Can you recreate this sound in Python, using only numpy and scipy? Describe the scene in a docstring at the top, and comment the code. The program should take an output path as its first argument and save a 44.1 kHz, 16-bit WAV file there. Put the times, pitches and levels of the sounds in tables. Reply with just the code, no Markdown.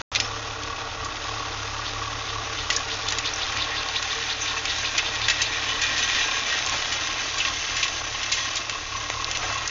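"""Open field: a diesel tractor, some way off, drags a disc harrow through dry, weedy soil.
Fuel surges from the governor speed up the firing: exhaust cosines swell, knocking modes and shaken panels ring.
Noise grains make crumbling earth, crackling weeds and faintly ringing discs over a low noise rumble.
Splintering impulses and filtered noise make snapping stalks and clods; a gliding sine squeaks once.
For a few seconds gliding noise bands make a rising rasp that comes round with the turning discs."""
import sys
import numpy as np
from scipy import signal
from scipy.fft import rfft, irfft, next_fast_len
from scipy.io import wavfile
from scipy.ndimage import uniform_filter1d, map_coordinates

SR = 44100
rng = np.random.default_rng(int(sys.argv[2]) if len(sys.argv) > 2 else 0)


def unload_wav(signal):
    """Save mono or channel-first audio to the path in sys.argv[1] as 16-bit WAV at rate SR, clipped to [-1, 1]."""
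    wavfile.write(
        sys.argv[1],
        SR,
        np.round(np.clip(np.atleast_2d(signal).T, -1, 1) * 32767).astype(np.int16),
    )


N = 427769
TOP_HZ = 7200  # upper band limit

# soil against discs, before layer trims: (time [s], crumbling [dB], crackle [dB], tumbling earth [dB])
SOIL = [(0.25, -33, -39, -37.5), (0.33, -35, -41.5, -40), (1.01, -35, -42, -41), (1.41, -33, -38.5, -39),
        (2.14, -34.5, -39.5, -41), (2.51, -32.5, -38.5, -40), (3.01, -33.5, -36.5, -41),
        (3.72, -30, -40, -38.5), (4.12, -31, -35.5, -42.5), (4.43, -31, -40, -43), (4.8, -30, -33, -43),
        (5.07, -30.5, -36, -38.5), (5.51, -28.5, -37.5, -41.5), (6.12, -24.5, -34.5, -39.5),
        (7.01, -28, -35, -39.5), (7.59, -29.5, -33, -41), (8.07, -33.5, -37.5, -40.5),
        (8.41, -31.5, -33, -41), (8.64, -36, -39, -40.5), (8.85, -36, -38.5, -43.5),
        (8.99, -34.5, -38.5, -43), (9.51, -30.5, -34.5, -37.5), (9.7, -30.5, -38, -41.5)]
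# as the harrow swings into view: (time [s], steel ring [dB], plain crumbling [dB], engine panels [dB])
ASPECT = [(0, -12.5, -4.5, -39), (3, -6, -3, -39), (5, -0.5, -3.5, -39.5), (6.5, -4.5, -6, -42.5),
          (8.4, -2, -1, -47), (9.7, -3, -6.5, -44.5)]


def amp(db):
    """Decibels to gain."""
    return 10 ** (np.asarray(db) / 20)


def unit(x):
    """Scale to rms 1."""
    return x / np.sqrt(np.mean(x ** 2) + 1e-20)


def curves(rows):
    """One value per sample for each column after the time."""
    s, *cols = np.transpose(rows)
    return [np.interp(np.arange(N) / SR, s, c) for c in cols]


def swells(rows):
    """Sum of Gaussian humps: (time [s], height, half length [s])."""
    t = np.arange(N) / SR
    return sum(height * np.exp(-.5 * ((t - s) / half) ** 2) for s, height, half in rows)


def wobble(knots_per_s):
    """Smooth random curve through normal knots."""
    knots = rng.standard_normal(4096)
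    return map_coordinates(knots, [np.arange(N) * knots_per_s / SR], mode="mirror")


def filtered(x, response):
    """x times a response of frequency."""
    m = next_fast_len(len(x) + 8192)
    spectrum = rfft(x, m) * response(np.fft.rfftfreq(m, 1 / SR))
    return irfft(spectrum, m)[:len(x)]


def coloured(x, points):
    """x shaped by (frequency [Hz], level [dB]) points, at rms 1."""
    f, db = np.transpose(points)
    return unit(filtered(x, lambda hz: amp(np.interp(np.log(hz + 1), np.log(f), db))))


def resonate(x, modes):
    """x through (centre [Hz], width [Hz], level [dB]) resonances, at rms 1."""
    def response(f):
        return sum(amp(db) * 1j * f * w / (c * c - f * f + 1j * f * w) for c, w, db in modes)
    return unit(filtered(x, response))


def add(track, s, sound):
    """Mix a sound in at time s."""
    part = track[max(round(s * SR), 0):][:len(sound)]
    part += sound[:len(part)]


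def grains(per_second, spread_db, energy_life_s):
    """Tiny fractures at random moments: decaying noise bursts of scattered strength, at rms 1."""
    chance = rng.random(N)
    size = np.minimum(rng.standard_exponential(N), np.pi)
    energy = (chance < per_second / SR) * amp(spread_db * size) ** 2
    fading = signal.lfilter([1], [1, -np.exp(-1 / (energy_life_s * SR))], energy)
    return unit(np.sqrt(np.abs(fading)) * rng.standard_normal(N))


def hollowed(x):
    """Take out the narrow bands that the harrow radiates poorly."""
    # (centre [Hz], width [Hz], level [dB])
    hollows = [(932, 22, -11.5), (1165, 22, -4.5), (1496, 38, -2.5), (1764, 15, -1), (2190, 25, -4),
               (2880, 40, -2)]

    def response(f):
        return amp(sum(db * np.exp(-.5 * ((f - hz) / width) ** 2) for hz, width, db in hollows))
    return filtered(x, response)


def disc_ring(x, shift_db=2.1, shifts_per_s=7, drift_s=.0007):
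    """x rings the discs; modes trade strength and drift in pitch as they roll and the harrow turns away."""
    # steel disc modes: (centre [Hz], width [Hz], level [dB], gain at full turn [dB])
    disc_modes = [(747, 21, -7, -4.5), (927, 100, -9.5, 1.5), (1360, 220, -24.5, -10.5), (1620, 24, 0, 4.5),
                  (1805, 25, 0, -8), (1908, 49, 3.5, -0.5), (2098, 28, -2, 8), (2374, 32, -0.5, -1),
                  (2457, 46, 2, -3.5), (2628, 33, 2, 5), (2705, 63, -4, 0), (2970, 25, 1, 2),
                  (3230, 34, -10, -5.5), (3340, 34, -1, 2.5), (3565, 28, 1, -10), (3870, 30, -0.5, -3),
                  (4480, 11, -3, 2), (5250, 35, -6, -6), (6070, 55, -1, 5.5), (6224, 38, -19, 7)]
    # how far the harrow has turned away: (time [s], share [0-1])
    turn_curve = [(6.6, 0), (7.6, 0.76)]
    turned, = curves(turn_curve)
    t, out = np.arange(N) / SR, np.zeros(N)
    knots = np.arange(0, N / SR + 1, 1 / shifts_per_s)
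    for hz, width, db, turn_db in disc_modes:
        shift = np.interp(t, knots, rng.standard_normal(512)[:len(knots)])
        level_db = db + turn_db * turned + shift_db * shift
        out += amp(level_db) * signal.lfilter(*signal.iirpeak(hz, hz / width, SR), x)
    # a wandering delay bends the pitch
    return unit(map_coordinates(out, [(t + drift_s * wobble(shifts_per_s)) * SR]))


def rumble(mean_db=-49.5, max_swing_db=3):
    """Low noise of tyres and frame rolling over rough ground, swelling as the frame jolts over ridges."""
    # (frequency [Hz], level [dB])
    ground_spectrum = [(10, -20), (19, -4.5), (24, 3.5), (30, 1), (50, -8), (70, 2.5), (110, -5),
                       (160, -13), (300, -35.5), (1000, -80)]
    # jolts: (time [s], rise over the rumble [dB], half length [s])
    jolt_humps = [(1.06, 8, 0.064), (6.76, 6, 0.034)]
    level_db = mean_db + max_swing_db * np.tanh(wobble(7)) + swells(jolt_humps)
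    return amp(level_db) * coloured(rng.standard_normal(N), ground_spectrum)


def soil():
    """Earth crumbles in clumps; grit rings the discs, dry weeds crackle and turned clods thud down."""
    # spectra of crumbling, crackle and tumbling earth: (frequency [Hz], level [dB])
    crumble_spectrum = [(500, -27.5), (1000, -15.5), (1500, -2), (2500, 0), (3600, 1), (4400, -6.5),
                        (5500, -7), (8000, -54)]
    crackle_spectrum = [(2000, -15.5), (3800, 2), (4700, 5.5), (5600, 8), (6400, 9), (6900, 2), (7500, -36)]
    earth_spectrum = [(100, -3.5), (190, -15.5), (260, -3), (330, 1.5), (390, -7.5), (600, 1.5), (900, 2.5),
                      (1300, 5), (2200, -22.5), (5000, -39)]
    # discs bite into heaps of clods: (time [s], more crumbling [dB], half length [s])
    heap_humps = [(5.68, 2.5, 0.032), (6.18, 2, 0.046), (6.53, 3.5, 0.034), (8.53, 2.5, 0.037)]
    crumble_db, crackle_db, earth_db = curves(SOIL)
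    crumble_db = crumble_db + swells(heap_humps)
    ring_db, plain_db, _ = curves(ASPECT)
    clumps_db = 0.8 * wobble(24) + 0.4 * wobble(70)

    grit = grains(per_second=600, spread_db=4.2, energy_life_s=0.0013) + 0.8 * rng.standard_normal(N)
    crumble = amp(crumble_db + plain_db) * coloured(grit, crumble_spectrum)

    clods = grains(per_second=70, spread_db=2.5, energy_life_s=0.005)
    fine_grit = grains(per_second=690, spread_db=1.5, energy_life_s=0.0015)
    steel = amp(crumble_db + ring_db) * disc_ring(clods + 1.1 * fine_grit)

    weeds = grains(per_second=1200, spread_db=-4.5, energy_life_s=0.0015) + 0.37 * grit
    crackle = amp(crackle_db - 2.5) * coloured(weeds, crackle_spectrum)

    tumbling = grains(per_second=500, spread_db=-1.5, energy_life_s=0.0018)
    earth = amp(earth_db + 2.0) * coloured(tumbling, earth_spectrum)

    falls = grains(per_second=54, spread_db=-0.5, energy_life_s=0.0038)
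    thuds = amp(crumble_db - 28.0) * resonate(falls, [(238, 60, 0)])
    return hollowed(amp(clumps_db) * (crumble + steel + crackle) + earth + thuds)


def twigs(per_s=2, over_crackle_db=3.5, crack_over_crumbs_db=-1, centre_hz=4200, t60_s=.034,
          scatter_db=2, scatter_octaves=.35, width_octaves=.9):
    """Rows of lesser snaps at random moments, their level following the crackle."""
    crackle_db = curves(SOIL)[1]
    draws = rng.uniform(-0.91, 1, (200, 3))[:int(per_s * N / SR)]
    rows = []
    for when, size, pitch in draws:
        at = int((when + 1) / 2 * N)
        db = crackle_db[at] + over_crackle_db + scatter_db * size
        hz = centre_hz * 2 ** (scatter_octaves * pitch)
        rows.append((at / SR, db + crack_over_crumbs_db, db, hz, t60_s, width_octaves))
    return rows


def splinters(length, t60, spacing_s, loss_db_per_t60=130, count=4):
    """One break: a first fracture and weaker ones hard on its heels; brittle pieces stop sooner."""
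    moments = np.cumsum(rng.uniform(.5, 2, count)) * spacing_s
    sizes = amp(-loss_db_per_t60 * moments / t60) * rng.choice([-1, 1], count)
    return np.bincount(np.round(moments * SR).astype(int), sizes, length)


def snaps(give=.02, splinter_s=.0007, trickle_db=-17):
    """Each stalk or clod breaks with a splintering crack and a trickle of crumbs, which ring the discs."""
    # loudest breaks: (time [s], crack peak [dB], crumbs [dB], centre [Hz], t60 [s], width [octaves])
    loud_snaps = [(0.1508, -4, -16.5, 3550, 0.011, .8), (0.157, -7, -7.5, 3110, 0.041, 0.78),
                  (.2, -17, -6, 4030, 0.031, 0.87), (.634, -18, -22, 3870, 0.024, 0.94),
                  (.675, -22, -26.5, 2620, .025, .8), (1.046, -23, -25, 5090, 0.095, 0.65),
                  (2.7018, -10, -7, 2630, 0.05, 0.98), (2.722, -25, -17.5, 3420, 0.14, 1),
                  (2.7637, -13, -8.5, 6050, 0.032, 0.47), (2.772, -26, -16, 1646, 0.041, 0.11),
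                  (3.087, -7.5, -21, 5540, 0.036, 1.7), (3.107, -16, -26, 5640, .015, 0.55),
                  (3.123, -7.5, -18, 5210, 0.039, 2.8), (3.1858, -8, -10.5, 4750, 0.029, 1.3),
                  (3.257, -19, -20, 5530, 0.029, 0.74), (3.337, -20, -17.5, 5600, 0.03, 0.13),
                  (3.36, -18, -22, 5720, .025, 0.24), (3.522, -22, -15.5, 2450, .033, 1.2),
                  (3.5716, -14.5, -15.5, 3440, 0.027, 0.73), (3.712, -35, -25.5, 1900, 0.15, 0.17),
                  (3.8308, -18, -23.5, 3700, .025, 0.59), (3.887, -15, -20.5, 3350, 0.019, 0.92),
                  (4.0262, -11, -13.5, 3940, .02, 0.8), (4.1776, -18, -21, 3670, .018, 1),
                  (4.4053, -30, -21, 5950, 0.23, 0.13), (4.6548, -9, -15, 3860, 0.033, 1.4),
                  (4.9789, -17, -4, 2700, 0.05, 0.94), (4.992, -26, -14.5, 1920, .035, 0.67),
                  (5.2157, -14, -16, 2990, 0.026, 0.65), (5.283, -20, -7.5, 3530, 0.036, 2),
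                  (5.298, -15, -9, 3070, 0.079, 1.4), (5.305, -24, -23, 2300, 0.061, 0.16),
                  (5.4175, -11, -9, 3970, 0.062, 0.91), (5.8158, -15, -13.5, 4390, 0.09, 1.8),
                  (5.836, -12, -18.5, 3220, 0.056, 0.91), (5.979, -15, -15.5, 3780, 0.12, 0.9),
                  (6.0262, -17, -15.5, 2840, 0.074, 0.8), (6.099, -10, -20.5, 2440, 0.05, 0.76),
                  (6.147, -17, -16, 3360, 0.07, 0.69), (6.214, -21, -22.5, 3530, 0.14, .3),
                  (6.625, -14, -22.5, 2250, 0.054, 0.6), (6.663, -13, -18.5, 5800, 0.025, 0.73),
                  (6.673, -14, -21.5, 3280, 0.034, .8), (6.696, -19, -12.5, 6000, 0.012, 0.34),
                  (6.72, -21, -18, 1760, 0.24, 1.6), (6.745, -23, -23, 850, 0.077, .8),
                  (6.781, -22, -18, 3200, 0.023, 1), (6.9229, -22, -15, 2950, 0.08, 1.2),
                  (7.073, -15, -23.5, 2820, 0.04, 1.2), (7.161, -26, -26, 2390, 0.075, 0.63),
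                  (7.3822, -14, -15.5, 4220, 0.081, 1), (7.402, -19, -12.5, 2860, 0.058, 0.32),
                  (7.4503, -14, -17, 2350, 0.055, 0.49), (7.639, -26, -21, 1890, 0.027, 0.59),
                  (7.7671, -12.5, -17.5, 4000, 0.094, 1.6), (7.8283, -19, -11, 3030, 0.061, 0.83),
                  (7.84, -16, -15.5, 2920, 0.074, 1), (7.8806, -24, -13.5, 3330, .03, 1.1),
                  (7.998, -19, -20.5, 2860, 0.032, 0.89), (8.145, -27, -20, 2650, 0.11, 0.46),
                  (8.231, -13, -16, 3600, 0.05, .8), (8.318, -13, -10.5, 4210, 0.12, 1.1),
                  (8.392, -15, -20, 2670, 0.015, .7), (8.489, -24, -23, 3200, 0.016, 0.81),
                  (8.557, -16, -17, 5330, 0.034, 1.1), (8.569, -11, -15.5, 4230, 0.064, 0.93),
                  (8.696, -9.5, -20, 3270, 0.056, 1.6), (9.1009, -6.5, -12.5, 1110, 0.01, 1.5),
                  (9.2455, -6.5, -26, 4000, .008, 0.37), (9.313, -13, -14, 4220, 0.023, 1.4),
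                  (9.35, -24, -17, 2890, 0.058, .6), (9.3728, -11, -12, 4560, 0.0077, 1.5),
                  (9.425, -32, -20, 1100, 0.14, 1.6), (9.441, -29, -22.5, 720, 0.077, 0.41),
                  (9.496, -30, -16.5, 1250, 0.047, 0.52), (9.581, -20, -25.5, 6000, .012, .25),
                  (9.6767, -11, -11.5, 5560, 0.017, 0.48)]
    cracks, crumbs, t = np.zeros(N), np.zeros(N), np.arange(SR // 4) / SR
    for s, crack_db, crumbs_db, hz, t60, octaves in loud_snaps + twigs():
        def band(f):
            bell = np.exp(-.5 * (np.log2((f + 1) / hz) / octaves) ** 2)
            # small pieces radiate little below their own pitch
            low_cut = 1 + (hz * 2 ** (-1.3 * octaves) / (f + 1)) ** 6
            return bell / low_cut * (f < TOP_HZ)

        crack = filtered(splinters(len(t), t60, splinter_s), band)
        add(cracks, s - splinter_s, amp(crack_db) * crack / np.abs(crack).max())
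        noise = np.tanh(unit(filtered(rng.standard_normal(len(t)), band)) / 2)
        # long breaks give way gradually, short ones at once
        onset = 1 - np.exp(-t / (give * t60))
        fall = amp(-60 * t / t60) + amp(trickle_db) * amp(-60 * t / (4 * t60))
        add(crumbs, s, amp(crumbs_db) * onset * fall * noise)
    ringing = amp(-3.5) * np.std(crumbs) * disc_ring(crumbs)
    return cracks + hollowed(crumbs) + ringing


def squeak():
    """One thin squeak of steel: a fluttering sine that mostly rises."""
    # (time [s], pitch [Hz], level [dB])
    squeak_path = [(.165, 5030, -100), (.175, 5040, -35), (.19, 5080, -36), (.205, 5330, -36),
                   (.228, 5170, -33), (.245, 5300, -35), (.258, 5450, -36), (.27, 6050, -40),
                   (.278, 5480, -41), (.286, 5300, -41), (.295, 5300, -100)]
    hz, db = curves(squeak_path)
    return amp(db) * np.sin(2 * np.pi * np.cumsum(hz + 25 * wobble(290)) / SR)


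def rasps(top_hz=3540, glide_per_s=16, disc_note_hz=3600, rise_s=.027, fall_s=.016, width_hz=170,
          grit_hz=580, waver=.075, ring=.6, ring_s=.02, spray=.7, spray_hz=4200, stutter_db=2.3):
    """A gritty, stuttering scrape climbs, catches a disc's note and lets go in a spray of grit."""
    # (time of the height [s], level [dB])
    rasp_times = [(1.875, -36), (2.299, -36.5), (2.595, -35), (2.92, -32.5), (3.089, -33.5), (3.272, -29),
                  (3.425, -31), (3.619, -29), (3.78, -31), (3.969, -29.5), (4.114, -32.5), (4.315, -30.5),
                  (4.489, -31.5), (4.698, -29.5), (4.868, -29.5), (5.075, -30.5), (5.244, -30),
                  (5.455, -31.5)]
    out, t = np.zeros(N), np.arange(-SR // 10, SR // 16) / SR

    def narrow(centre, width):
        noise = rng.standard_normal(len(t))
        return unit(filtered(noise, lambda f: np.exp(-((f - centre) / width) ** 2)))

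    for s, db in rasp_times:
        glide = glide_per_s * rng.uniform(.6, 1.15)
        hz = top_hz * np.exp(glide * np.minimum(t, fall_s / 2) + waver * narrow(0, width_hz))
        phase = 2 * np.pi * np.cumsum(hz) / SR
        climb = narrow(0, grit_hz) * np.sin(phase) + narrow(0, grit_hz) * np.cos(phase)
        swell = np.exp(-.5 * (t / np.where(t < 0, rise_s, fall_s)) ** 2)
        caught = np.exp(-.5 * (t / ring_s) ** 2)
        top = ring * narrow(disc_note_hz, width_hz) + spray * narrow(spray_hz, 2 * grit_hz)
        stutter = unit(amp(stutter_db * narrow(0, width_hz)))
        add(out, s + t[0], amp(db) * stutter * (swell * climb + caught * top))
    return out


def governor(speed_hz_per_db=3.65, flywheel_s=.5, settle_s=.9):
    """Fuel [dB about its mean] and firing-rate swing [Hz], which lags by the flywheel and is evened out."""
    # fuel surges: (time of the height [s], strength [dB], half length [s])
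    surge_humps = [(0.33, 4.5, 0.126), (0.73, 6.5, 0.094), (1.07, 6.5, 0.065), (1.37, 6.8, 0.08),
                   (1.74, 7.0, 0.098), (2.05, 7.0, 0.078), (2.43, 6.0, 0.155), (2.77, 4.5, 0.082),
                   (3.15, 5.5, 0.133), (3.6, 5.5, 0.075), (3.81, 4.5, 0.04), (4.11, 5.0, 0.124),
                   (4.53, 6.0, 0.062), (4.85, 4.5, 0.079), (5.27, 4.0, 0.17), (5.8, 5.0, 0.17),
                   (6.33, 5.0, 0.167), (6.71, 7.5, 0.043), (7.04, 5.5, 0.09), (7.44, 5.5, 0.1),
                   (7.78, 6.0, 0.085), (8.11, 3.5, 0.065), (8.44, 4.5, 0.11), (8.73, 6.5, 0.045),
                   (8.99, 8.0, 0.055), (9.215, 7.5, 0.073), (9.56, 8.0, 0.083)]
    fuel_db = swells(surge_humps)
    fuel_db = fuel_db - fuel_db.mean()
    keep = np.exp(-1 / (flywheel_s * SR))
    spin = signal.lfilter([1 - keep], [1, -keep], fuel_db)
    return fuel_db, speed_hz_per_db * (spin - uniform_filter1d(spin, int(settle_s * SR)))


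def firing_bursts(firings, decay_periods, scatter_db):
    """A decaying noise burst at each firing, each of its own strength, at rms 1."""
    strength = amp(scatter_db * rng.standard_normal(1024))[firings.astype(int)]
    return unit(strength * np.exp(-(firings % 1) / decay_periods) * rng.standard_normal(N))


def panels(firings):
    """Silencer and bonnet resonate to the noise burst of each firing."""
    # (centre [Hz], width [Hz], level [dB])
    bonnet_modes = [(299, 8.9, -0.5), (454.6, 20, 1), (592, 77, -9), (782, 31, 0), (913, 10, 2.5),
                    (1435, 53, -1.5), (1646, 37, -6), (1880, 82, -7.5), (2516, 43, -8.5)]
    panels_db = curves(ASPECT)[-1]
    bursts = firing_bursts(firings, decay_periods=1.0, scatter_db=0.5)
    shaking = coloured(bursts, [(200, -15.5), (280, 6.0)])
    return amp(panels_db) * resonate(shaking, bonnet_modes)


def exhaust(firings, fuel_db, swing_hz, db_per_fuel_db=0.75, overrun_db_per_hz=1):
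    """Firing-rate harmonics swell with the fuel and slacken when the engine runs too fast."""
    # (multiple of firing rate, level [dB], share of the level swing followed [0-1])
    orders = [(1, -5.5, .6), (2, -6.5, 0.6), (3, -3, 0.96), (4, -25.5, .5)]
    # as the tractor draws away, before the fuel's share: (time [s], level [dB])
    distance_levels = [(0, -37.5), (1, -43.5), (2, -37.5), (3.3, -43), (4.3, -46), (5.4, -41.5),
                       (6.5, -50.5), (7.8, -45.5), (8.6, -48), (9.2, -43.5), (9.7, -44.5)]
    level_db = curves(distance_levels)[0] + db_per_fuel_db * fuel_db - overrun_db_per_hz * swing_hz
    usual_db = level_db.mean()
    drone = np.zeros(N)
    for k, db, share in orders:
        order_db = usual_db + db + share * (level_db - usual_db) + 1.7 * wobble(23)
        drone += amp(order_db) * np.sqrt(2) * np.cos(2 * np.pi * k * firings)
    return drone


def knock(firings, rate, swell_s=0.0031, scatter_db=3.6, scatter_hz=14, rough=0.42, upper_db=-13):
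    """Each firing rings the block afresh at its own strength and pitch; a higher mode rattles along."""
    # main resonance sinks as the tractor turns away: (time [s], pitch [Hz])
    pitch_path = [(0, 1137), (3, 1135), (3.8, 1096), (9.7, 1089)]
    hz, = curves(pitch_path)
    cycle, age_s = firings.astype(int), (firings % 1) / rate
    size = amp(scatter_db * np.clip(rng.standard_normal(1024), -2, 1))
    phase = 2 * np.pi * rng.random(1024)
    detune_hz = scatter_hz * rng.standard_normal(1024)

    def blow(n, t):
        envelope = size[n] * t ** 2 * np.exp(-t / swell_s)
        return envelope * np.sin(2 * np.pi * (hz + detune_hz[n]) * t + phase[n])

    # the last firing still rings under the new one
    ring = blow(cycle, age_s) + blow(cycle - 1, age_s + 1 / rate)
    clatter = resonate(firing_bursts(firings, decay_periods=0.6, scatter_db=4), [(1097, 90, 0)])
    rattle = resonate(firing_bursts(firings, decay_periods=0.18, scatter_db=6.0), [(2620, 61, 0)])
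    return unit(unit(ring) + rough * clatter) + amp(upper_db) * rattle


def engine(knock_db=-40.5, knock_db_per_fuel_db=1.54):
    """Diesel firing at the governed speed drives exhaust, combustion knock and panels."""
    # held engine speed: (time [s], firing rate [Hz])
    held_speed = [(0, 36.3), (2.4, 35.1), (4.1, 37.0), (5.1, 36.3), (6.2, 37.0), (8.3, 36.9), (9.7, 35.8)]
    fuel_db, swing_hz = governor()
    rate = curves(held_speed)[0] + swing_hz
    firings = np.cumsum(rate) / SR
    knocking = amp(knock_db + knock_db_per_fuel_db * fuel_db) * knock(firings, rate)
    return exhaust(firings, fuel_db, swing_hz) + knocking + panels(firings)


def scene():
    """Tractor and harrow in the open, heard in mono."""
    return (rumble() + soil() + snaps() + squeak() + rasps() + engine())[None]


def record(dry):
    """The sound drops out for a moment near the start; a steep low-pass sets the band limit."""
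    # dropout: (start [s], end [s])
    dropout = (.017, .117)
    t = np.arange(N) / SR
    running = dry[0] * ((t < dropout[0]) | (t > dropout[1]))
    return filtered(running, lambda hz: 1 / np.sqrt(1 + (hz / TOP_HZ) ** 140))[None]


dry = scene()
out = record(dry)
unload_wav(out)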